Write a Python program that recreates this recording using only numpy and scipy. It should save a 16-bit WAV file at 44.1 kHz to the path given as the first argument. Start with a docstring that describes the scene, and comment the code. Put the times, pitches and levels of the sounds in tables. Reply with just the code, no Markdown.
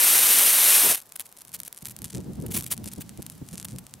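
"""A fuse burns on paving stones, outdoors, close to a camera's stereo microphone.
Its jet of flame hisses steadily with turbulent gas, then turns ragged and chokes within a second.
The embers fizz, snap with sparks and spit short spurts of gas; the yard gives a faint echo.
Distant outdoor noise lies behind, and a light wind starts to buffet the microphone."""
import sys
import numpy as np
from scipy import signal
from scipy.fft import rfft, irfft
from scipy.io import wavfile

SR = 44100
rng = np.random.default_rng(int(sys.argv[2]) if len(sys.argv) > 2 else 0)


def to_wav(sig):
    """Store sig (one row per channel, or 1-D mono) as 16-bit WAV at the path in sys.argv[1].

    Samples outside -1..1 are clipped; the rate is SR.
    """
    pcm = np.clip(np.atleast_2d(sig), -1, 1) * 32767
    pcm = np.round(pcm).astype(np.int16)
    wavfile.write(sys.argv[1], SR, pcm.T)  # frames by channels


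N = 176400
T = np.arange(N) / SR
HZ = np.fft.rfftfreq(N, 1 / SR)


def amp(db):
    """Decibels to gain."""
    return 10 ** (np.asarray(db) / 20)


def unit(x):
    """Scales to an rms of one."""
    return x / np.sqrt(np.mean(x ** 2) + 1e-20)


def level(points):
    """Gain over time from (s, dB) points."""
    return amp(np.interp(T, *np.transpose(points)))


def across(points, hz, column=1):
    """Reads one column of a table on a log-frequency axis."""
    table = np.transpose(points)
    return np.interp(np.log(hz + 1), np.log(table[0] + 1), table[column])


def colour(x, points):
    """Minimum-phase filter with the given (Hz, dB) response."""
    log_gain = np.log(amp(across(points, abs(np.fft.fftfreq(4096, 1 / SR)))))
    taps = np.fft.ifft(np.exp(np.conj(signal.hilbert(log_gain)))).real
    return signal.oaconvolve(x, taps[:len(taps) // 2])[:N]


def noise(points):
    """Coloured noise of unit level."""
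    return unit(colour(rng.standard_normal(N), points))


def wide_noise(points, likeness):
    """Coloured stereo noise with a (Hz, left-right likeness) curve."""
    alike = np.clip(across(likeness, HZ), 0, 1)
    mid = irfft(rfft(noise(points)) * np.sqrt((1 + alike) / 2), N)
    side = irfft(rfft(noise(points)) * np.sqrt((1 - alike) / 2), N)
    return np.array([mid + side, mid - side])


def flutter(rate_hz, depth_db):
    """Random gain that wavers up to about the given rate, at constant mean power."""
    wander = unit(irfft(rfft(rng.standard_normal(N)) / (1 + (HZ / rate_hz) ** 2), N))
    return amp(depth_db * wander - depth_db ** 2 * np.log(10) / 20)


def swells(rows, squareness):
    """Joint envelope of (middle s, length s, dB) swells, each at half power at its ends."""
    power = np.zeros(N)
    for middle, length, db in rows:
        halvings = abs(2 * (T - middle) / length) ** squareness
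        power += amp(db) ** 2 * .5 ** np.minimum(halvings, 100)
    return np.sqrt(power)


# The flame's hiss and low roar, close up. Each row: time in seconds, level in dB.
JET_LEVEL = [(0, -16), (.62, -16.5), (.74, -14.5), (.85, -17), (.885, -18), (.92, -18.5), (.943, -24.5),
             (.957, -25.5), (.966, -35.5), (.988, -35), (.996, -44), (1.03, -82)]
ROAR_LEVEL = [(0, -53), (.45, -42.5), (.78, -63), (.84, -36), (.922, -35.5), (.95, -65), (1, -68)]
# Their spectra. Each row: frequency in Hz, gain in dB.
JET_COLOUR = [(40, -44), (110, -32), (280, -18), (830, -12.5), (1600, -10), (2400, -7.5), (3800, -7.5),
              (4800, -10), (6000, -7), (7600, -7.5), (8600, -1.5), (10500, -1.1), (12200, 1.5), (13300, -6),
              (15700, -9.5)]
ROAR_COLOUR = [(40, -27), (130, -11), (260, -2.5), (900, -3), (3000, -34.5)]
# The hiss is centred, slightly wider in the highest treble.
# Each row: frequency in Hz, left-right likeness from 0 to 1.
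HISS_LIKENESS = [(5500, 1), (7500, 1), (12000, 1), (13500, 0.9)]

def jet():
    """Turbulent gas rushes from the fuse; it roars and turns ragged as it chokes."""
    choke_s, out_s = (.92, .96), JET_LEVEL[-1][0]
    ragged_db = np.interp(T, choke_s, [.65, 6])
    hiss = wide_noise(JET_COLOUR, HISS_LIKENESS) * flutter(rate_hz=336, depth_db=ragged_db)
    uneven_burn = flutter(rate_hz=25, depth_db=.64)
    roar = noise(ROAR_COLOUR) * flutter(rate_hz=336, depth_db=1)
    return hiss * uneven_burn * level(JET_LEVEL) * (T < out_s) + roar * level(ROAR_LEVEL)


# The open air, far from the microphone. Each row: frequency in Hz, gain in dB.
AIR_COLOUR = [(25, -7), (100, -5.5), (900, -0.5), (3000, -12.5), (15700, -10)]

def distant_air():
    """Faint, steady outdoor noise, wider in the treble."""
    return amp(-58.5) * wide_noise(AIR_COLOUR, likeness=[(100, .74), (3000, .31)])


# The sparks' pitch as the embers shift. 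Each row: time in seconds, pitch in Hz.
SPARK_PITCH = [(2.05, 11400), (2.13, 7900), (2.55, 11200), (3.12, 8650), (3.27, 11400), (3.6, 8740)]
# The sparks' tone at close range. Each row: frequency in Hz, gain in dB.
SPARK_COLOUR = [(100, -25), (1000, -2.5), (3000, 1), (8000, 2.5), (12500, 1.5), (15700, -9.5)]

def sparks(rows, size=512):
    """Each (s, dB) spark bursts for a cycle or two at its own pitch and place, trailing gas."""
    bandwidth_hz, pitch_spread, pan_db = 5000, .094, 3
    wisp_db, wisp_decay_s = -25, .0018
    out, t = np.zeros((2, N + size)), T[:size]
    gas = wide_noise(SPURT_COLOUR, SMOULDER_LIKENESS)
    wisp = amp(wisp_db) * np.exp(-t / wisp_decay_s)
    decay = np.exp(-np.pi * bandwidth_hz * t)
    pitches = np.interp(np.transpose(rows)[0], *np.transpose(SPARK_PITCH))
    for (start, db), hz in zip(rows, pitches):
        detune, place = rng.uniform(-1.04, 1, 2)
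        at = min(round(start * SR), N - size)
        burst = np.sin(2 * np.pi * hz * (1 + pitch_spread * detune) * t) * decay
        gains = amp(db + pan_db * place * np.array([[.5], [-.5]]))
        out[:, at:at + size] += gains * (burst / abs(burst).max() + wisp * gas[:, at:at + size])
    return np.array([colour(side, SPARK_COLOUR) for side in out])


# The embers' fine fizz on the paving. Each row: time in seconds, level in dB.
FIZZ_LEVEL = [(.96, -40), (1.04, -54), (1.1, -52), (1.3, -58), (1.45, -51), (1.65, -47), (1.8, -52),
              (1.89, -46), (2.08, -54), (2.16, -48), (2.24, -59.5), (2.44, -52.5), (2.61, -40), (2.76, -44),
              (2.81, -66), (2.87, -47), (3.06, -63.5), (3.45, -60.5), (3.56, -50.5), (3.73, -58),
              (3.85, -63)]

def fizz():
    """Hundreds of tiny sparks a second crackle, crowding in clumps."""
    sparks_per_s, spread_db, ceiling_db = 230, 7, 8
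    count = round(sparks_per_s * N / SR)
    burnt = np.cumsum(flutter(rate_hz=37.4, depth_db=5.5) ** 2)
    times = np.interp(rng.random(count), burnt / burnt[-1], T)  # a faster burn throws more sparks
    sizes_db = np.minimum(spread_db * rng.standard_normal(count), ceiling_db)
    return unit(sparks(np.column_stack([times, sizes_db]))) * level(FIZZ_LEVEL)


# Single sparks near the microphone. Each row: start in seconds, relative level in dB.
SNAPS = [(1.0026, -21), (1.0665, -32), (1.1222, -19), (1.326, -25), (1.374, -29), (1.451, -25),
         (1.5185, -27), (1.6021, -10), (1.6339, -17), (1.65, -24), (1.7277, -16.5), (1.776, -19.5),
         (1.788, -26), (1.799, -43), (1.8495, -23), (1.8559, -11.5), (1.897, -21), (1.9651, -17),
         (1.989, -22), (2.0192, -14.5), (2.0436, -11.5), (2.0475, -15), (2.055, -19), (2.132, -23),
         (2.423, -26.5), (2.6089, -12), (2.644, -17), (2.767, -26), (2.778, -17.5), (2.8591, -17.5),
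         (2.876, -22), (2.886, -21), (3.0934, -21), (3.175, -25.5), (3.2222, -19.5), (3.227, -18),
         (3.2653, -13.5), (3.2996, -17), (3.4884, -22), (3.53, -24), (3.5557, -22), (3.575, -26),
         (3.5796, -16.5), (3.5994, -17), (3.604, -28), (3.6279, -19.5), (3.6854, -22), (3.721, -29),
         (3.762, -25), (3.7856, -18), (3.8673, -22.5), (3.939, -18)]

def snaps():
    """The larger sparks snap one by one."""
    return amp(.5) * sparks(SNAPS)


# Spurts of gas from the embers. Each row: middle in seconds, length in seconds, level in dB.
SPURTS = [(1.161, 0.0069, -32), (1.197, 0.0024, -26.5), (1.2085, 0.011, -31.5), (1.55, 0.017, -31.5),
          (1.679, 0.0044, -33), (1.868, 0.01, -35.5), (1.886, 0.0049, -35.5), (1.91, 0.0079, -39.5),
          (2.047, 0.006, -37.5), (2.165, 0.0029, -38.5), (2.466, 0.0038, -34), (2.518, 0.017, -34.5),
          (2.549, .018, -25), (2.57, 0.014, -25), (2.584, 0.022, -31.5), (2.625, 0.0022, -30),
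          (2.665, 0.0026, -27), (2.677, 0.013, -42), (2.721, .013, -21), (2.724, 0.028, -31),
          (2.843, 0.0045, -36), (2.936, 0.0039, -36.5), (3.015, 0.016, -36.5), (3.651, 0.0067, -27.5),
          (3.789, 0.0073, -38.5)]
# The spectrum of that gas. Each row: frequency in Hz, gain in dB.
SPURT_COLOUR = [(80, -17), (400, -9.5), (1300, -10.5), (3500, -5.5), (5000, -8.5), (7500, -2.5), (9000, 0),
                (11800, 2), (13400, -4.5), (15700, -2.5)]

def spurts():
    """Unburnt powder flares in brief, grainy puffs."""
    gas = wide_noise(SPURT_COLOUR, HISS_LIKENESS)
    grain = flutter(rate_hz=900, depth_db=3.5)
    return gas * grain * swells(SPURTS, squareness=3.8)


# The smouldering tip, close by. Each row: time in seconds, level in dB.
SMOULDER_LEVEL = [(1.8, -67), (2.1, -62), (3.25, -59.5), (4, -66.5)]
# Its spectrum. Each row: frequency in Hz, gain in dB.
SMOULDER_COLOUR = [(500, -9), (3000, -1), (8500, -1.5), (15700, -8)]
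# Its stereo spread. Each row: frequency in Hz, left-right likeness from 0 to 1.
SMOULDER_LIKENESS = [(3000, 1), (8000, 0.27)]

def smoulder():
    """The tip of the fuse smoulders with a soft hiss."""
    return wide_noise(SMOULDER_COLOUR, SMOULDER_LIKENESS) * level(SMOULDER_LEVEL)


# The breeze right on the microphone. Each row: time in seconds, level in dB.
BREEZE_LEVEL = [(0, -58.5), (1.38, -69.5), (1.58, -52), (1.76, -74.5), (1.88, -46.5), (2.1, -62),
                (2.2, -44), (2.55, -37.5), (2.72, -45.5), (3.1, -46), (3.35, -48.5), (3.62, -46.5),
                (3.82, -45), (3.89, -58), (3.95, -51)]
# Its gusts. Each row: middle in seconds, length in seconds, level in dB.
GUSTS = [(1.832, 0.0093, -39.5), (2.04, 0.071, -42), (2.175, 0.056, -33), (2.29, 0.059, -35),
         (2.395, 0.03, -35), (2.445, 0.034, -32), (2.5, 0.025, -34), (2.57, .05, -34.5),
         (2.81, 0.059, -38.5), (2.87, 0.023, -35.5), (2.988, 0.019, -32.5), (3.196, 0.016, -33),
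         (3.422, 0.014, -35), (3.54, 0.021, -38.5), (3.75, 0.03, -37.5)]
# The spectra of rumble and eddies. Each row: frequency in Hz, gain in dB.
RUMBLE_COLOUR = [(20, -38), (50, -8), (110, 0.5), (190, 1.5), (280, -6.5), (400, -17.5), (700, -25.5),
                 (1500, -42), (4000, -82)]
EDDY_COLOUR = [(100, -17.5), (300, 1.5), (450, -5), (700, -19.5), (1200, -31), (2500, -36.5), (6000, -15.5)]

def wind():
    """Gusts rumble on the microphone; the stronger ones add smaller, brighter eddies."""
    eddy_db, reference_db, eddy_growth, top_hz = -43.5, -37, 2.28, 2200
    likeness = [(50, .66), (130, 1), (280, .32)]
    force = np.hypot(level(BREEZE_LEVEL), swells(GUSTS, squareness=2.64))
    rumble = force * wide_noise(RUMBLE_COLOUR, likeness)
    eddy_gain = amp(eddy_db) * (force / amp(reference_db)) ** eddy_growth
    eddies = eddy_gain * wide_noise(EDDY_COLOUR, likeness)
    return signal.sosfilt(signal.butter(4, top_hz, fs=SR, output="sos"), rumble + eddies)


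# The fuse at the microphone's two ports.
# Each row: frequency in Hz, left's phase lead in radians, left over right in dB.
PORTS = [(5560, 0, 0), (7000, 0.46, 1.2), (10200, 0.45, 1.7), (12600, 0.34, 0.2), (13300, 0.73, 1)]

def microphone_ports(x):
    """The two ports hear the fuse with slightly different phase and level."""
    lead, tilt_db = across(PORTS, HZ, column=1), across(PORTS, HZ, column=2)
    half = np.exp(.5j * lead) * amp(tilt_db / 2)
    return irfft(rfft(x) * np.array([half, 1 / half]), N)


def yard_echo(x, t60_s, db):
    """The yard returns a diffuse tail, different in each channel."""
    t = T[:SR // 2]
    tails = rng.standard_normal((2, len(t))) * np.exp(-np.log(1000) * t / t60_s)
    return amp(db) * np.array([signal.oaconvolve(x, tail / np.linalg.norm(tail))[:N] for tail in tails])


def scene():
    """The fuse up close, its faint echo from the yard, wind on the microphone and distant air."""
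    fuse = jet() + spurts() + snaps() + fizz() + smoulder()
    return microphone_ports(fuse) + yard_echo(fuse.mean(0), t60_s=.1, db=-33) + wind() + distant_air()


def record(dry):
    """The camera cuts off the highest treble."""
    edge_hz = 15800
    lowpass = signal.firwin(511, edge_hz, window=("kaiser", 9), fs=SR)
    return signal.oaconvolve(dry, lowpass[None], "same")


dry = scene()
out = record(dry)
to_wav(out)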